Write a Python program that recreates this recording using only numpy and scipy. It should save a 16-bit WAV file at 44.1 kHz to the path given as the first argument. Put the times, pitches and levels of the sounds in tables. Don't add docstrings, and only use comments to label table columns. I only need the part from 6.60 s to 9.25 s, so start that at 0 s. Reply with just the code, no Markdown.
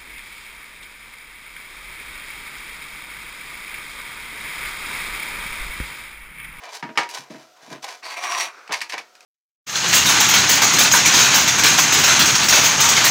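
import sys
import numpy as np
from scipy import signal
from scipy.fft import rfft, irfft, next_fast_len
from scipy.io import wavfile
from scipy.ndimage import uniform_filter1d

SR = 44100
rng = np.random.default_rng(int(sys.argv[2]) if len(sys.argv) > 2 else 0)


def wav_record(signal):
    frames = np.transpose(np.atleast_2d(signal))
    bounded = np.clip(frames, -1, 1)
    quanta = np.round(bounded * 32767).astype(np.int16)
    wavfile.write(sys.argv[1], SR, quanta)


N = 116865
TIME = np.arange(N) / SR
AGE = TIME[:SR * 3 // 4]

# (pitch [Hz], relative level [dB], fade time [s]). A fade is a 60 dB drop.
SHELL_NOTES = [(325.6, -5.5, 0.37), (384.7, -11.5, 0.87), (711, 1, .22), (878, 0.5, 0.41), (950, 13, 0.36),
               (1192, -17, 0.092), (1218, 11, 0.19), (1363, 10, 0.13), (1637, 2, 0.21), (1860, 0.5, 0.32),
               (2243, 15.5, 0.2), (2500, -41, 0.12), (2530, -8, 0.56), (5180, 10, 0.051)]
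# (frequency [Hz], fade time [s])
SHELL_FADE = [(150, 0.11), (700, 0.3), (2000, 0.072), (5000, 0.11), (14000, 0.074)]
# (frequency [Hz], fade time [s])
ROOM_FADE = [(150, 0.15), (700, 0.28), (2000, 0.21), (5000, 0.22), (14000, 0.17)]


def from_db(db):
    return 10 ** (np.asarray(db) / 20)


def unit_power(x):
    return x / np.sqrt(np.mean(x ** 2) + 1e-20)


def unit_energy(x):
    return x / np.sqrt(np.sum(x ** 2) + 1e-20)


def at_hz(points, hz):
    frequencies, values = np.transpose(points)
    return np.interp(np.log(hz + 1), np.log(frequencies), values)


def colour(x, tone):
    n = 2 * next_fast_len(len(x))
    gains = from_db(at_hz(tone, np.linspace(0, SR / 2, n // 2 + 1)))
    cepstrum = irfft(np.log(gains))
    cepstrum[1:n // 2] *= 2
    cepstrum[n // 2 + 1:] = 0
    return irfft(rfft(x, n) * np.exp(rfft(cepstrum)))[:len(x)]


def keep_band(x, side, hz, order):
    return signal.sosfilt(signal.butter(order, hz, side, fs=SR, output="sos"), x)


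def dying_noise(fade_times):
    edges = np.append(0, np.geomspace(250, SR / 2, 9))
    white = rfft(rng.standard_normal(len(AGE)))
    hz = np.fft.rfftfreq(len(AGE), 1 / SR)
    out = np.zeros(len(AGE))
    for low, high in zip(edges, edges[1:]):
        band = irfft(white * (hz >= low) * (hz < high), len(AGE))
        out += band * from_db(-60 * AGE / at_hz(fade_times, (low + high) / 2))
    return unit_energy(out)


def ringing(notes):
    out = np.zeros(len(AGE))
    for hz, db, fade_s in notes:
        sign = rng.choice([-1, 1])
        level = from_db(db + 2 * rng.normal() - 60 * AGE / fade_s)
        out += sign * level * np.cos(2 * np.pi * hz * AGE)
    return unit_energy(out)


def burst(fade_s):
    return unit_energy(rng.standard_normal(len(AGE)) * from_db(-60 * AGE / fade_s))


def strike(contacts, make_hit, order):
    out = np.zeros(N + SR)
    for time_s, db, brightness_hz in contacts:
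        hit = keep_band(make_hit(), "low", brightness_hz, order)
        opening_level = np.std(hit[:SR // 100])
        start = int(time_s * SR)
        out[start:start + len(hit)] += from_db(db) * hit / opening_level
    return out[:N]


def friction(slips_per_s, spread_db, hiss_db, ring_db, rough_db):
    grip_s = .004
    sizes = from_db(spread_db * np.minimum(rng.exponential(1, N), 4)) * rng.choice([-1, 1], N)
    slips = unit_power(sizes * (rng.random(N) < slips_per_s / SR))
    slips += from_db(hiss_db) * rng.standard_normal(N)
    grip = np.interp(TIME / grip_s, np.arange(N), rng.standard_normal(N))
    slips *= from_db(rough_db * grip)
    return slips + from_db(ring_db) * signal.fftconvolve(slips, dying_noise(SHELL_FADE))[:N]


def loudness(curve, column):
    rows = np.array(curve)
    return from_db(np.interp(TIME, rows[:, 0], rows[:, column], left=-np.inf, right=-np.inf))


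def slide(x, strokes, mids_db, treble_db, room_db):
    split_hz, ease_s = 3090, 0.0076
    out = np.zeros(N)
    for column, side, gain_db in ((1, "low", mids_db), (2, "high", treble_db)):
        band = unit_power(keep_band(x, side, split_hz, order=3))
        level = from_db(gain_db) * sum(loudness(curve, column) for curve in strokes)
        out += band * uniform_filter1d(level, int(ease_s * SR) + 1)
    return out + from_db(room_db) * signal.fftconvolve(out, dying_noise(ROOM_FADE))[:N]


def room_tone():
    # (frequency [Hz], gain [dB])
    air_tone = [(30, -37), (60, -40), (140, -31), (300, -20), (500, -10.5), (720, -9.5), (950, -21),
                (1350, -7.5), (1700, -19), (6000, -18.5), (9000, -30), (16000, -36.5)]
    hum_hz, whine_hz = 728, 14002
    air = unit_power(colour(rng.standard_normal(N), air_tone))
    hum = unit_power(np.sin(2 * np.pi * hum_hz * TIME))
    whine = unit_power(np.sin(2 * np.pi * whine_hz * TIME))
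    return from_db(-56) * air + from_db(-64) * hum + from_db(-79) * whine


def rubbing():
    # (time [s], relative mids level [dB], relative treble level [dB])
    strokes = [
        [(0.0, -50, -59), (0.034, -37.5, -48), (0.06, -40, -44), (0.08, -37, -53), (0.098, -42, -47.5),
         (0.16, -38.5, -34), (0.215, -49.5, -53.5)],
        [(0.5, -59, -36), (0.524, -40.5, -41), (0.556, -34, -29.5), (0.578, -35, -41.5), (0.582, -40.5, -36),
         (0.674, -55.5, -62), (0.69, -51, -64)],
        [(0.96, -64, -71), (0.972, -52, -54), (0.994, -58.5, -79), (1.024, -47, -50), (1.086, -48.5, -52),
         (1.13, -36.5, -40.5), (1.2, -52.5, -68)],
        [(1.224, -52, -40), (1.232, -41, -38.5), (1.248, -34, -37), (1.274, -42, -48.5), (1.284, -34, -35),
         (1.382, -49.5, -52), (1.41, -65, -53)],
        [(2.108, -32, -64), (2.126, -25, -23), (2.136, -33, -36), (2.196, -40, -42), (2.2, -42, -39)],
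        [(2.292, -43, -49), (2.296, -64, -36.5), (2.344, -25, -39.5), (2.358, -42, -52), (2.374, -38, -59),
         (2.382, -28.5, -35), (2.48, -79, -83)],
        [(0.7, -46, -48), (0.75, -47.5, -53), (0.84, -51.5, -53.5), (0.9, -66, -67)],
    ]
    # (frequency [Hz], gain [dB])
    rub_tone = [(60, -52), (190, -35.5), (420, -11), (700, -3), (1000, -4), (1500, -4.5), (2250, -2),
                (3300, -10), (4400, -7), (5700, -8.5), (8000, -18.5), (12700, -26), (16000, -32)]
    slips = friction(slips_per_s=1500, spread_db=5, hiss_db=-8.5, ring_db=-1, rough_db=0.6)
    ring = unit_power(signal.fftconvolve(slips, ringing(SHELL_NOTES))[:N])
    rub = unit_power(colour(slips, rub_tone)) + from_db(-15) * ring
    return slide(rub, strokes, mids_db=-0.5, treble_db=-1, room_db=-18.5)


def knocks():
    # (time [s], relative level [dB], brightness [Hz])
    contacts = [(.2265, -21.5, 2620), (.356, -34, 4150), (.3748, -7.5, 8650), (2.093, -28.5, 600),
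                (2.339, -28, 1530), (2.383, -33, 2500)]
    # (frequency [Hz], gain [dB])
    knock_tone = [(35, -35), (90, -31), (230, -20), (340, -6.5), (500, -7.5), (620, -11.5), (800, -2.5),
                  (1300, -6.5), (1800, 1.5), (2200, -3.5), (2900, -6), (3500, -11.5), (5100, -10),
                  (8000, -21), (16000, -35)]

    def knock():
        noise = from_db(-6) * burst(fade_s=0.0093) + dying_noise(SHELL_FADE)
        echo = from_db(4) * dying_noise(ROOM_FADE)
        return unit_energy(colour(noise + echo, knock_tone)) + from_db(-2) * ringing(SHELL_NOTES)

    return strike(contacts, knock, order=1)


def bumps():
    # (time [s], relative level [dB], brightness [Hz])
    contacts = [(.228, -33, 152), (.377, -40, 164), (.29, -32, 1460), (.588, -46, 197), (.702, -32, 590),
                (.745, -34, 740), (.766, -52, 400), (.815, -53, 400), (1.025, -54, 249),
                (1.078, -41.5, 590), (1.108, -36, 388), (1.122, -35.5, 600), (1.146, -35.5, 614),
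                (1.235, -61, 900), (1.86, -55, 300), (2.096, -42.5, 254), (2.215, -54, 280),
                (2.338, -50.5, 600), (2.384, -55, 600)]
    # (frequency [Hz], gain [dB])
    bump_tone = [(30, -37), (80, -39), (125, -5.5), (300, 11.5), (700, -6.5), (2000, 10.5), (8000, 1.5)]
    # (pitch [Hz], relative level [dB], fade time [s])
    flex_notes = [(138.6, -1, 0.27), (170, 5, 0.15), (228, 2, 0.3), (245, -6, 0.29), (327.4, 0, 0.47),
                  (442, 0, 0.39), (610, 5, 0.23), (645, 10, 0.47)]

    def bump():
        noise = burst(fade_s=0.12) + from_db(-6.5) * dying_noise(ROOM_FADE)
        thud = unit_energy(colour(noise, bump_tone)) + from_db(-13.5) * ringing(flex_notes)
        return keep_band(thud, "high", hz=93, order=5)

    return strike(contacts, bump, order=2)


def clicks():
    # (time [s], relative level [dB], brightness [Hz])
    contacts = [(.433, -32, 6800), (.4905, -34.5, 13000), (.496, -39, 14000), (.512, -36.5, 11900),
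                (.584, -35.5, 11800), (1.228, -40, 9000), (1.251, -54, 6480), (1.288, -31.5, 7300),
                (1.432, -41.5, 7900), (1.570, -36.5, 5000), (1.638, -25.5, 6000), (1.721, -23, 7000),
                (1.749, -23, 3560), (1.792, -37, 9350), (2.077, -39.5, 6300), (2.128, -23.5, 10900),
                (2.1355, -25.5, 5870), (2.139, -20.5, 5940), (2.143, -23, 8000), (2.206, -30, 8000),
                (2.2145, -23, 5400), (2.2175, -21.5, 9900), (2.221, -56, 6000), (2.297, -28.5, 6900),
                (2.304, -34.5, 7000), (2.323, -26.5, 4870), (2.333, -27.5, 5940), (2.380, -28, 6630),
                (2.5527, -45, 9200), (2.6066, -44, 9200), (2.6275, -53, 8000)]
    # (frequency [Hz], gain [dB])
    click_tone = [(60, -44), (150, -49), (365, -29), (700, -18), (1100, -7), (1350, -12), (1650, -0.5),
                  (2050, 0), (2550, 2), (3400, -8.5), (4570, -2.5), (7000, -10), (16000, -16.5)]

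    def click():
        noise = burst(fade_s=0.014) + from_db(-3.5) * dying_noise(SHELL_FADE)
        echo = from_db(-5) * dying_noise(ROOM_FADE)
        return unit_energy(colour(noise + echo, click_tone)) + from_db(-14) * ringing(SHELL_NOTES)

    return strike(contacts, click, order=2)


def scraping():
    # (time [s], relative mids level [dB], relative treble level [dB])
    stroke = [(1.42, -73, -81), (1.432, -35.5, -52), (1.444, -36.5, -41), (1.538, -33, -37),
              (1.564, -41, -46), (1.572, -27, -33), (1.61, -35.5, -39), (1.64, -24.5, -28.5),
              (1.692, -30, -36), (1.702, -27, -29), (1.766, -28.5, -29), (1.814, -25.5, -24),
              (1.866, -30.5, -31.5), (1.91, -40.5, -69)]
    # (frequency [Hz], gain [dB])
    scrape_tone = [(60, -69), (120, -68), (200, -34), (310, -13.5), (560, -10.5), (750, -6), (1050, -1.5),
                   (1500, -5.5), (2300, -4), (3400, -13.5), (4470, -10.5), (5080, -19.5), (5700, -13),
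                   (6600, -17), (11200, -27.5), (16000, -37.5)]
    # (pitch [Hz], relative level [dB], fade time [s], peak time [s], swell half-width [s])
    singing_notes = [(717, -12, 0.097, 1.7, 0.6), (1022, 4, 0.11, 1.752, 0.033),
                     (1150, -1, 0.02, 1.72, 0.051), (2000, -7, 0.082, 1.80, 0.035),
                     (2290, -7.5, 0.016, 1.617, 0.072), (4620, -1.5, 0.0071, 1.433, 0.065),
                     (5340, -6, 0.016, 1.4, .05), (5750, -9, 0.023, 1.726, 0.12)]
    slips = friction(slips_per_s=1000, spread_db=2, hiss_db=-11, ring_db=-6.5, rough_db=2)
    scrape = unit_power(colour(slips, scrape_tone))
    for hz, db, fade_s, peak_s, width_s in singing_notes:
        swell = np.exp(-.5 * ((TIME - peak_s) / width_s) ** 2)
        drag = colour(rng.standard_normal(N), scrape_tone)
        note = signal.fftconvolve(drag, ringing([(hz, 0, fade_s)]))[:N]
        scrape += from_db(db) * swell * unit_power(note)
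    return slide(scrape, [stroke], mids_db=-3, treble_db=-1.5, room_db=-9)


def palm():
    # (time [s], level [dB])
    stroke = [(1.88, -61), (1.93, -47), (1.98, -43.5), (2.03, -48), (2.08, -48)]
    # (frequency [Hz], gain [dB])
    palm_tone = [(100, -50), (400, -7), (700, -11.5), (950, -4), (1250, 2), (1550, -1), (1950, -8.5),
                 (2350, -5), (2900, -18.5), (5500, -16.5), (16000, -51)]
    hush = unit_power(colour(rng.standard_normal(N), palm_tone))
    return loudness(stroke, column=1) * hush


def scene():
    hits = from_db(-6) * knocks() + from_db(-3) * clicks() + from_db(-5) * bumps()
    return (hits + rubbing() + scraping() + palm() + room_tone())[None]


def record(dry):
    cutoff_hz = 15950
    treble_cut = signal.ellip(12, .1, 80, cutoff_hz, fs=SR, output="sos")
    return signal.sosfilt(treble_cut, np.tanh(dry))


dry = scene()
out = record(dry)
wav_record(out)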